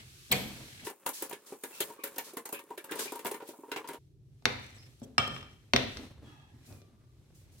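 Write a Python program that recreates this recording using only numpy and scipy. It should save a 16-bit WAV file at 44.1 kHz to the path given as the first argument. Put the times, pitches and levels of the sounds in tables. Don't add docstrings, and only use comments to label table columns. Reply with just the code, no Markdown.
import sys
import numpy as np
from scipy import signal
from scipy.io import wavfile
from scipy.ndimage import uniform_filter1d

SR = 44100
rng = np.random.default_rng(int(sys.argv[2]) if len(sys.argv) > 2 else 0)


def transcribe(u):
    v = np.clip(np.atleast_2d(u).T, -1, 1)
    q = np.round(v * 32767).astype(np.int16)
    wavfile.write(sys.argv[1], SR, q)


N = 335160

SPEED = 4
CUTOFF_HZ = 16300
LOOSE_ABOVE_HZ = 460

# pitch_hz, gain_db, t60_s
TABLE_MODES = [(65, 0.5, 0.22), (86, 1, 0.18), (105.4, 8.5, 0.22), (134.2, 3.5, 0.4), (175, -6, 0.059),
               (226.7, 4, 0.15), (257.9, 1.5, 0.13), (298, -7.5, 0.049), (336.3, -11.5, 0.12),
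               (426, -12, 0.41), (543, -10.5, 0.24), (605.5, -13, 0.25)]
CLAMP_MODES = [(191, -4, .12), (243.5, -1, 0.28), (774, -9.5, 0.054), (1830, -0.5, 0.21), (2050, 0, 0.066),
               (2287, 4, 0.075), (2400, -1, 0.096), (2720, 2, 0.028), (3052, 0, .03), (3430, 3.5, 0.032),
               (3620, -13.5, 0.061), (3940, -11, 0.06), (4270, -1.5, 0.04), (6190, -13, 0.016),
               (7930, -1, 0.018)]
BLOCK_MODES = [(696, -3.5, .02), (900, -3.5, 0.02), (1195, -7, 0.06), (1520, -5, 0.02), (1930, 1, 0.027),
               (2136, 3, .025), (2340, -1, 0.02), (2530, -1, 0.018), (2700, -1, .025), (3140, -5.5, 0.029),
               (3372, -4.5, 0.02), (3720, -1.5, 0.044), (4060, -3, 0.033), (4273, -4, 0.03),
               (5660, -4.5, 0.055), (6080, 1, 0.028), (7985, -5, 0.033)]
# freq_hz, correlation (-1 to 1)
LIKENESS = [(60, 0.93), (250, 0.85), (640, 0.49), (1400, -0.37), (4000, -0.046)]


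def from_db(db):
    return 10 ** (np.asarray(db) / 20)


def rms_one(x):
    return x / np.sqrt(np.mean(x ** 2) + 1e-20)


def at_hz(points, hz):
    table_hz, values = np.array(points)[:, 0], np.array(points)[:, 1]
    return np.interp(np.log(hz), np.log(table_hz), values)


def stereo(mid, side, hz):
    alike = np.clip(at_hz(LIKENESS, hz), -.99, .99)
    return np.sqrt(1 + alike) * mid + np.sqrt(1 - alike) * side * [[1], [-1]]


def banded_noise(size, gain_of_band, speed):
    out = 0
    edges_hz = 25 * 2 ** np.arange(0, 9.6, .5)
    white = rng.standard_normal((2, 2, size))
    for k, (low, high) in enumerate(zip(edges_hz, edges_hz[1:])):
        band_filter = signal.butter(2, [low, high], "band", fs=SR, output="sos")
        mid, side = signal.sosfilt(band_filter, white[k % 2])
        hz = np.sqrt(low * high)
        out = out + gain_of_band(hz) * stereo(mid, side, hz / speed)
    return out


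def skin_hiss():
    # (relative, per Hz)
    hiss_spectrum = [(880, -20.5), (1500, -7), (2170, -11.5), (2450, -6.5), (4710, -5), (5640, -7.5),
                     (13500, -12.5), (16000, -23.5), (16500, -35)]
    return rms_one(banded_noise(N, lambda hz: from_db(at_hz(hiss_spectrum, hz)), 0.81))


def air_noise():
    # (relative, per Hz)
    air_spectrum = [(15, -53), (25, -31), (53, 3.5), (124, 11.5), (142, -2), (167, -48), (208, -26),
                    (252, -24.5), (358, -2), (389, -43.5), (617, -63.5), (7300, -59), (16500, -52)]
    return from_db(-59) * rms_one(banded_noise(N, lambda hz: from_db(at_hz(air_spectrum, hz)), 1.0))


def friction_on(modes, speed, damping):
    mid, side = rng.standard_normal((2, N))
    out = 0
    for hz, db, t60 in modes:
        radius = from_db(-60 * speed * damping / (t60 * SR))
        angle = 2 * np.pi * min(hz * speed, CUTOFF_HZ) / SR
        poles = [1, -2 * radius * np.cos(angle), radius ** 2]
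        ringing = signal.lfilter([1, 0, -1], poles, stereo(mid, side, hz))
        out = out + from_db(db) * np.sqrt(1 - radius) * ringing
    return rms_one(out)


def rubbing(rows, hits, settle_db, body, speed, hiss, damping, table_damping):
    settle_t60_s, grain_ms = 0.6 / speed, 10 / speed
    start_s, *levels_db = np.transpose(rows)
    held_db = [np.interp(np.arange(N) / SR, start_s, level, -120, -120) for level in levels_db]

    keep = from_db(-120 / (settle_t60_s * SR))
    settling = {}
    for kind in ("high", "low"):
        split = signal.butter(2, LOOSE_ABOVE_HZ * speed, kind, fs=SR, output="sos")
        power = np.mean(signal.sosfilt(split, hits + 1e-9) ** 2, axis=0)
        settling[kind] = signal.lfilter([1 - keep], [1, -keep], power)

    slow_noise = uniform_filter1d(rng.standard_normal((2, N)), size=round(grain_ms * SR / 1000))
    grains = from_db(3 * rms_one(slow_noise))
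    scrape = rms_one(grains[0] * friction_on(body, speed, damping))
    rumble = rms_one(grains[1] * friction_on(TABLE_MODES, speed, table_damping))

    out = 0
    for hand_db, swell_db, kind, layer in zip(
            held_db, settle_db, ("high", "high", "low"), (hiss, scrape, rumble)):
        power = from_db(hand_db) ** 2 + from_db(swell_db) ** 2 * settling[kind]
        out = out + np.sqrt(power) * layer
    return out


def strokes():
    # start_s, length_s, level_db (before fades), pitch_hz
    drags = [(0.294, 0.31, -37, 193), (0.32, 0.17, -44, 480), (0.742, 0.05, -54, 151),
             (0.822, 0.018, -53, 150), (5.023, 0.07, -56.5, 420), (5.023, 0.032, -64, 750),
             (5.302, 0.1, -42, 147), (5.751, 0.08, -40, 81), (5.946, 0.15, -47, 65),
             (5.987, 0.11, -46.5, 254), (6.03, 0.057, -51, 250), (6.148, 0.19, -53, 75),
             (6.217, 0.18, -52, 274), (6.531, 0.14, -62, 243), (6.669, 0.17, -53, 242),
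             (6.695, 0.12, -49.5, 105), (6.7, 0.09, -68, 560), (6.869, 0.16, -63.5, 237),
             (7.002, 0.11, -59.5, 120), (7.238, 0.048, -65, 119.5), (7.352, .06, -61, 120.4),
             (7.487, 0.072, -69, 119)]
    # start_s, length_s, level_db (before fades)
    swishes = [(0.844, 0.076, -43.5), (1.128, 0.16, -42.5), (1.457, 0.12, -52.5), (1.593, 0.43, -63),
               (2.159, 0.014, -47), (2.239, 0.093, -49.5), (2.986, 0.091, -36.5), (3.41, 0.043, -77),
               (3.874, 0.017, -45.5), (4.663, .012, -62), (4.997, .01, -62), (5.034, 0.022, -60),
               (5.275, 0.0093, -47), (5.355, .01, -58), (6.649, 0.18, -60.5), (7.341, 0.13, -64.5),
               (7.513, 0.14, -66.5), (7.58, 0.035, -66)]
    # start_s, length_s, level_db (before fades), pitch_hz, width_hz
    squeaks = [(1.801, 0.043, -35.5, 3220, 630), (1.72, 0.13, -55, 2670, 31), (1.74, .06, -66, 1360, 54),
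               (1.978, 0.068, -55, 1136, 70), (1.99, 0.11, -57.5, 2340, 140),
               (2.525, 0.088, -46.5, 2600, 150), (2.89, 0.054, -45, 1580, 110),
               (3.07, 0.054, -46.5, 2360, 130), (4.746, 0.03, -62, 7800, 220),
               (4.779, 0.1, -59.5, 5230, 75), (5.029, 0.026, -62, 3310, 70),
               (5.03, 0.022, -58.5, 5970, 150), (5.03, 0.018, -60, 7760, 200), (6.236, 0.3, -67, 3290, 47),
               (6.24, 0.31, -69, 2620, 140), (6.242, 0.42, -71, 1660, 73), (6.254, 0.35, -65.5, 834, 140),
               (6.26, 0.23, -67, 1204, 54), (6.74, 0.46, -75.5, 1175, 11), (6.683, 0.1, -69.5, 2480, 61),
               (6.77, 0.11, -75, 2400, 44)]
    swish_hz, swish_width_hz = 8100, 8800
    drag_width = 0.17
    tone_under_hz = 90
    drag_fade, squeak_fade, swish_fade = 1.2, 0.53, 0.65

    out = np.zeros((2, N + SR))
    mid, side = rng.standard_normal((2, N + SR))
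    rows = [(*row, swish_hz, swish_width_hz, 0, swish_fade) for row in swishes]
    rows += [(*row, max(1 - row[-1] / tone_under_hz, 0), squeak_fade) for row in squeaks]
    rows += [(*row, row[-1] * drag_width, 0, drag_fade) for row in drags]
    for start_s, length_s, db, hz, width_hz, tone, fade in rows:
        start = round(start_s * SR)
        u = np.arange(round(length_s * SR)) / (length_s * SR)
        part = slice(start, start + len(u))
        edges_hz = np.clip([hz - width_hz / 2, hz + width_hz / 2], 30, CUTOFF_HZ)
        band_filter = signal.butter(1, edges_hz, "band", fs=SR, output="sos")
        band = signal.sosfilt(band_filter, stereo(mid[part], side[part], hz))
        step = 2 * np.pi * hz / SR + np.sqrt(np.pi * width_hz / SR) * side[part]
        offset = np.arccos(np.clip(at_hz(LIKENESS, hz), -.99, .99))
        wavering = np.sin(np.cumsum(step) + [[0], [offset]])
        sound = np.sqrt(1 - tone) * rms_one(band) + np.sqrt(2 * tone) * wavering
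        out[:, part] += from_db(db) * sound * np.minimum(u / 0.086, 1) * (1 - u) ** fade
    return out[:, :N]


def knocks(events, reach, body, speed, chatter_ms, table_db, ring_db, crack_db, crack_cycles,
           scatter, rattle, rise, table_scatter, uneven_db):
    left_treble_db, left_treble_hz = 1, 1212
    rattle_ms = 2.4 / speed
    chatter_s = max(chatter_ms, .1) / 1000 / speed
    out = np.zeros((2, N + SR))
    t = np.arange(int(SR * .4 / speed)) / SR

    crack_hz = np.geomspace(300, 16000, num=44)
    n_table, n_body, n_crack = len(TABLE_MODES), len(body), len(crack_hz)
    hz, db, t60 = np.transpose(TABLE_MODES + body)
    spread = np.r_[np.full(n_table, table_scatter), np.full(n_body, scatter), np.full(n_crack, .015)]
    hz = np.r_[hz * speed, crack_hz]
    t60 = np.r_[t60 / speed, crack_cycles / crack_hz]
    db = np.r_[db[:n_table] + table_db, db[n_table:] + ring_db, np.full(n_crack, crack_db)]
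    db = db - 99 * (hz > CUTOFF_HZ)

    loose = rattle * (hz > LOOSE_ABOVE_HZ * speed)[:, None]
    unlike = 1 - np.clip(at_hz(LIKENESS, hz / speed), 0, 1)
    reached = np.array([from_db(at_hz(part, hz / speed)) for part in reach])
    treble = hz ** 2 / (hz ** 2 + left_treble_hz ** 2)
    facing = np.float32(from_db(left_treble_db / 2 * treble * [[1], [-1]]))[..., None]
    for start_s, *forces_db, pan_db in events:
        chance = rng.standard_normal((4, len(hz)))
        late = rng.random(len(hz))
        force = np.sqrt(from_db(forces_db) ** 2 @ reached ** 2)
        height = force * from_db(db + uneven_db * chance[0])
        pitch = hz * (1 + spread * chance[1])
        phase = np.pi * np.arange(len(hz)) + 0.45 * chance[2]
        phase = phase + 1.114 * unlike * chance[3] * [[1], [-1]]
        age = np.maximum(t - 0.68 * chatter_s * late[:, None], 0)
        build_up = 1 - np.exp(-age / (rise * chatter_s))
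        dying = height[:, None] * from_db(-60 * age / t60[:, None]) * build_up
        grain_size = max(round(rattle_ms * SR / 1000), 1)
        grain = rms_one(uniform_filter1d(rng.standard_normal(len(t)), size=grain_size))
        shaken = loose * np.sign(chance[1])[:, None] * grain
        angle = 2 * np.pi * pitch[:, None] * age + shaken + phase[..., None]
        sound = np.sum(facing * dying * np.sin(np.float32(angle)), axis=1)
        start = round(start_s * SR)
        out[:, start:start + sound.shape[1]] += from_db([[pan_db / 2], [-pan_db / 2]]) * sound
    return out[:, :N]


def clamp_knocks():
    # start_s, edge_click_db, table_thud_db, board_knock_db, strap_clank_db, left_right_db
    hits = [(0.3129, -13.5, -30.5, -33, -23.5, 0.5), (0.8662, -27, -38, -37, -34, 2),
            (0.8969, -31.5, -49, -41.5, -45, 0), (0.9075, -42, -46, -56, -63, -1),
            (1.0545, -49, -54, -47, -62, 0), (1.061, -14.5, -45, -30.5, -27.5, 0.5),
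            (1.075, -43, -47.5, -44, -38, 5), (1.0887, -22, -45, -43, -41, 0),
            (1.2215, -18.5, -39.5, -56, -36.5, 0), (1.293, -31, -61, -71, -65, 9),
            (1.3082, -34, -44, -36.5, -39, -4), (1.3262, -29.5, -41, -45, -35, -0.5),
            (1.5205, -40, -38, -39.5, -52, 0.5), (1.6351, -22.5, -37.5, -38, -35.5, 0),
            (1.7061, -44, -53, -56, -51, 0), (1.8035, -12, -38, -57, -29.5, 0.5),
            (1.8999, -48, -46.5, -42, -54, 2), (1.934, -44, -65, -58, -55, 0),
            (1.962, -58, -56, -60, -56, -3), (1.9871, -72, -48, -60, -63, -3),
            (2.0359, -17, -42, -46, -32.5, 0), (2.0555, -40, -53, -48, -38, 0),
            (2.071, -29, -53, -58, -45, -1), (2.163, -40, -41.5, -51, -48, 0),
            (2.1797, -17.5, -45, -35, -29.5, 1), (2.27, -60, -55, -55, -51, -4),
            (2.3326, -37, -42.5, -65, -61, -2), (2.3684, -21, -36, -32, -34.5, -0.5),
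            (2.4537, -25, -46, -39, -40, 0), (2.4885, -31, -51, -39.5, -48, -2),
            (2.5244, -22.5, -35.5, -33, -47, 0), (2.5444, -30.5, -67, -62, -39, 0),
            (2.59, -33, -49.5, -40, -43, 1), (2.6354, -45, -57, -74, -68, -2),
            (2.7037, -42.5, -39, -34.5, -49, 0.5), (2.7751, -31, -38, -43, -34.5, -0.5),
            (2.8404, -30.5, -55, -46, -44, 0), (2.9096, -26, -40.5, -35, -38, 1),
            (2.9174, -31, -39.5, -36, -30, -1.5), (2.9538, -27.5, -42, -34.5, -48, 3),
            (2.9906, -22, -41, -55, -34, 3), (3.0547, -27, -43, -45, -39, 3),
            (3.1195, -25.5, -40, -33, -43, 1.5), (3.1536, -29.5, -44, -38, -42.5, 2),
            (3.1911, -31, -43.5, -41, -41.5, 2), (3.246, -23, -37, -29.5, -41, 4),
            (3.2546, -31, -37, -42, -28, -4.5), (3.266, -20.5, -58, -32.5, -35, 3),
            (3.3105, -24, -37.5, -33, -37, 0), (3.3409, -29, -41, -37.5, -37.5, 0),
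            (3.4019, -55, -51, -39.5, -45, 0), (3.4198, -46, -42.5, -43, -47.5, -1),
            (3.476, -37, -55, -65, -63, 7), (3.487, -34, -37.5, -45, -55, 0.5),
            (3.5315, -53, -49, -43, -74, 0), (3.5859, -59, -46.5, -54, -77, -1),
            (3.6318, -68, -49.5, -43, -73, -1), (3.6813, -55, -44.5, -49, -79, 0),
            (3.7146, -33, -38, -44, -27, -1), (3.7605, -43, -35.5, -31, -29, 0.5),
            (3.7724, -35.5, -40.5, -38, -37, 0), (3.8417, -57, -46, -36, -49, 0.5),
            (3.8858, -29, -39.5, -34, -35.5, 1.5), (3.9014, -39, -40, -50, -61, 0),
            (3.932, -35, -48, -60, -42, -1), (3.9415, -39, -45, -35.5, -45.5, 0)]
    # freq_hz, gain_db
    steel_reach = ([(625, -28), (1200, -12), (1750, -8), (3250, 10), (7000, 13), (16000, 28.5)], [(60, -8),
                   (85, -0.5), (110, -2.5), (200, -20.5), (400, -32), (16000, -60.5)], [(110, -25.5),
                   (175, -9.5), (250, -2), (400, -15.5), (900, -27.5), (16000, -53.5)], [(250, -24),
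                   (450, 1.5), (800, 7), (1500, -1.5), (16000, -64.5)])
    first = knocks(hits[:1], steel_reach, CLAMP_MODES, 1.0, chatter_ms=21,
                   table_db=-10.5, ring_db=-16.5, crack_db=-19.0, crack_cycles=55.5, scatter=0.013,
                   rattle=1.09, rise=0.044, table_scatter=0.015, uneven_db=3.5)
    fast = knocks(hits[1:], steel_reach, CLAMP_MODES, SPEED, chatter_ms=30,
                  table_db=-4, ring_db=-12.0, crack_db=-2.0, crack_cycles=18.5, scatter=0.0519,
                  rattle=1.4, rise=0.2, table_scatter=0.046, uneven_db=2.5)
    return first, fast


def room(x, speed, wet_db, gap_s):
    # freq_hz, t60_s
    room_t60 = [(100, 0.81), (300, 0.45), (1000, 0.47), (3000, 0.63), (6000, 0.525), (12000, 0.6)]
    # freq_hz, gain_db
    room_colour = [(100, -2), (400, 9.5), (1500, 1), (4000, 0), (7000, -7), (12000, -6.5)]
    t = np.arange(SR // speed) / SR

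    def band_gain(hz):
        fall_db = 60 * speed * t / at_hz(room_t60, hz / speed)
        return from_db(at_hz(room_colour, hz / speed) - fall_db)

    tail = banded_noise(len(t), band_gain, speed)
    tail = tail * np.clip(t * speed / gap_s - .5, 0, 1) * np.sqrt(speed)
    return from_db(wet_db) * signal.fftconvolve(x, tail, axes=1)[:, :N]


def wood_knocks():
    # start_s, edge_click_db, table_thud_db, part_knock_db, left_right_db
    block_hits = [(4.423, -62, -63, -69, -2), (4.4547, -17.5, -36, -16, 0),
                  (5.7351, -18.5, -24.5, -18.5, 0.5), (5.7616, -13.5, -38, -18, 0),
                  (5.9706, -33, -52, -44, -1), (6.7254, -53, -56.5, -73, 0), (6.8172, -55, -65, -68.5, 0)]
    board_hits = [(5.0166, -62.5, -46, -73, 2), (5.1804, -17.5, -45.5, -15.5, -0.5),
                  (5.2762, -38.5, -45.5, -40.5, -1), (5.363, -47, -63.5, -42, 2),
                  (5.4274, -55, -66.5, -50.5, 2.5)]
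    # pitch_hz, gain_db, t60_s
    board_modes = [(930, -2, 0.12), (1222, 12, 0.051), (1392, 4, .05), (1870, 1.5, 0.063),
                   (2286, -1.5, 0.083), (2310, 0.5, .08), (2763, 3, 0.05), (3150, -4, 0.3),
                   (3174, -7.5, 0.54), (3550, 1.5, 0.058), (4100, 0, 0.04), (5320, 9, 0.03),
                   (5360, 12.5, 0.025), (6600, -13, 0.049), (7760, 14.5, 0.017), (8350, 4, 0.019)]
    # freq_hz, gain_db
    wood_reach = ([(1000, -30.5), (2300, -17), (4500, 5), (9000, -12), (16000, -34)], [(100, -10),
                  (250, 5.5), (600, 3), (1500, -25), (16000, -62.5)], [(250, -22.5), (1200, -1),
                  (2300, 4.5), (4500, -0.5), (16000, -43)])
    block = knocks(block_hits, wood_reach, BLOCK_MODES, 0.98, chatter_ms=1.31,
                   table_db=-9.5, ring_db=-10, crack_db=-5.0, crack_cycles=17.3, scatter=0.018,
                   rattle=0.77, rise=.03, table_scatter=0.022, uneven_db=1.5)
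    board = knocks(board_hits, wood_reach, board_modes, 1, chatter_ms=3.17,
                   table_db=-5.5, ring_db=-14.5, crack_db=-4.5, crack_cycles=14.6, scatter=0.002,
                   rattle=0.35, rise=0.045, table_scatter=0.014, uneven_db=2.5)
    return block + board


def port(x, cut_hz):
    return signal.sosfilt(signal.butter(2, cut_hz, "high", fs=SR, output="sos"), x)


def scene():
    # start_s, skin_thread_hiss_db, part_scrape_db, table_rumble_db
    hands_before, hands_fast, hands_after = [
        [(0.0, -59.5, -54.5, -60.5), (0.316, -55.5, -98, -88), (0.358, -58, -53.5, -58), (0.452, -61, -57, -47),
         (0.488, -53.5, -57, -47), (0.624, -52.5, -58.5, -51.5), (0.768, -56, -55, -63.5),
         (0.87, -58, -52, -50)],
        [(0.84, -56, -64, -47), (0.9, -78, -68, -65), (.97, -77, -67, -77), (1.04, -84, -66, -61),
         (1.1, -83, -65, -81), (1.22, -58, -70, -53.5), (1.3, -65, -64, -56), (1.4, -69, -68, -67.5),
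         (1.52, -79, -63, -59.5), (1.61, -77, -61.5, -77), (1.68, -89, -55.5, -63), (1.75, -51.5, -53.5, -61),
         (1.9, -60.5, -51, -54), (2.0, -74, -75, -74), (2.13, -67, -56, -57), (2.3, -55, -72, -58.5),
         (2.44, -91, -81, -65), (2.61, -79, -84, -95), (2.68, -78, -65, -61.5), (2.82, -97, -69, -67.5),
         (3.0, -43, -75, -42), (3.15, -55.5, -64, -66), (3.29, -74, -63, -52.5), (3.38, -91, -71, -60),
         (3.49, -52.5, -59, -81), (3.56, -73, -64.5, -88), (3.69, -83, -67, -61), (3.83, -97, -68, -56),
         (3.95, -87, -89, -52), (4.0, -86, -90, -77)],
        [(3.97, -75.5, -91, -81), (4.18, -85.5, -96, -83), (4.47, -74.5, -88.5, -72), (4.62, -74, -56, -57.5),
         (4.87, -67, -66, -64.5), (5.05, -71.5, -94, -71.5), (5.22, -79.5, -82, -65), (5.35, -78, -56, -50),
         (5.54, -73.5, -72, -61.5), (5.78, -75.5, -83, -72), (5.91, -62, -57, -67), (6.06, -63, -65, -55.5),
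         (6.17, -78, -101, -59.5), (6.27, -75, -71, -61), (6.39, -83, -70, -65.5), (6.58, -73.5, -80, -67.5),
         (6.67, -67.5, -66, -59), (6.96, -79, -92.5, -69), (7.6, -72, -73, -64.5)],
    ]
    steel_settle_db, wood_settle_db = (-13.5, -18, -16.5), (-32.5, -23.5, -10.5)
    fast_start_s, fast_end_s, fade_s = .855, 3.985, 0.013

    t = np.arange(N) / SR
    fast = np.clip(np.minimum(t - fast_start_s, fast_end_s - t) / fade_s + .5, 0, 1)
    hiss = skin_hiss()
    steel, fast_hits = clamp_knocks()
    wood = wood_knocks()

    slow_hits = steel + wood
    slow = port(slow_hits + room(slow_hits, 1.0, wet_db=-41.5, gap_s=0.0047), cut_hz=19.24)
    slow += air_noise()
    slow += rubbing(hands_before, steel, steel_settle_db, CLAMP_MODES, 0.94, hiss,
                    damping=5.6, table_damping=2.9)
    slow += rubbing(hands_after, wood, wood_settle_db, BLOCK_MODES, 0.93, hiss,
                    damping=3.0, table_damping=0.75)

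    quick = fast_hits + room(fast_hits, SPEED, wet_db=-38.5, gap_s=0.015)
    quick += rubbing(hands_fast, fast_hits, steel_settle_db, TABLE_MODES[7:] + CLAMP_MODES, SPEED, hiss,
                     damping=8.5, table_damping=1.4)
    quick = port(quick, cut_hz=104)
    return np.sqrt(1 - fast) * slow + np.sqrt(fast) * quick + strokes()


def record(dry):
    return signal.sosfilt(signal.cheby2(14, 70, CUTOFF_HZ + 800, fs=SR, output="sos"), dry)


dry = scene()
out = record(dry)
transcribe(out)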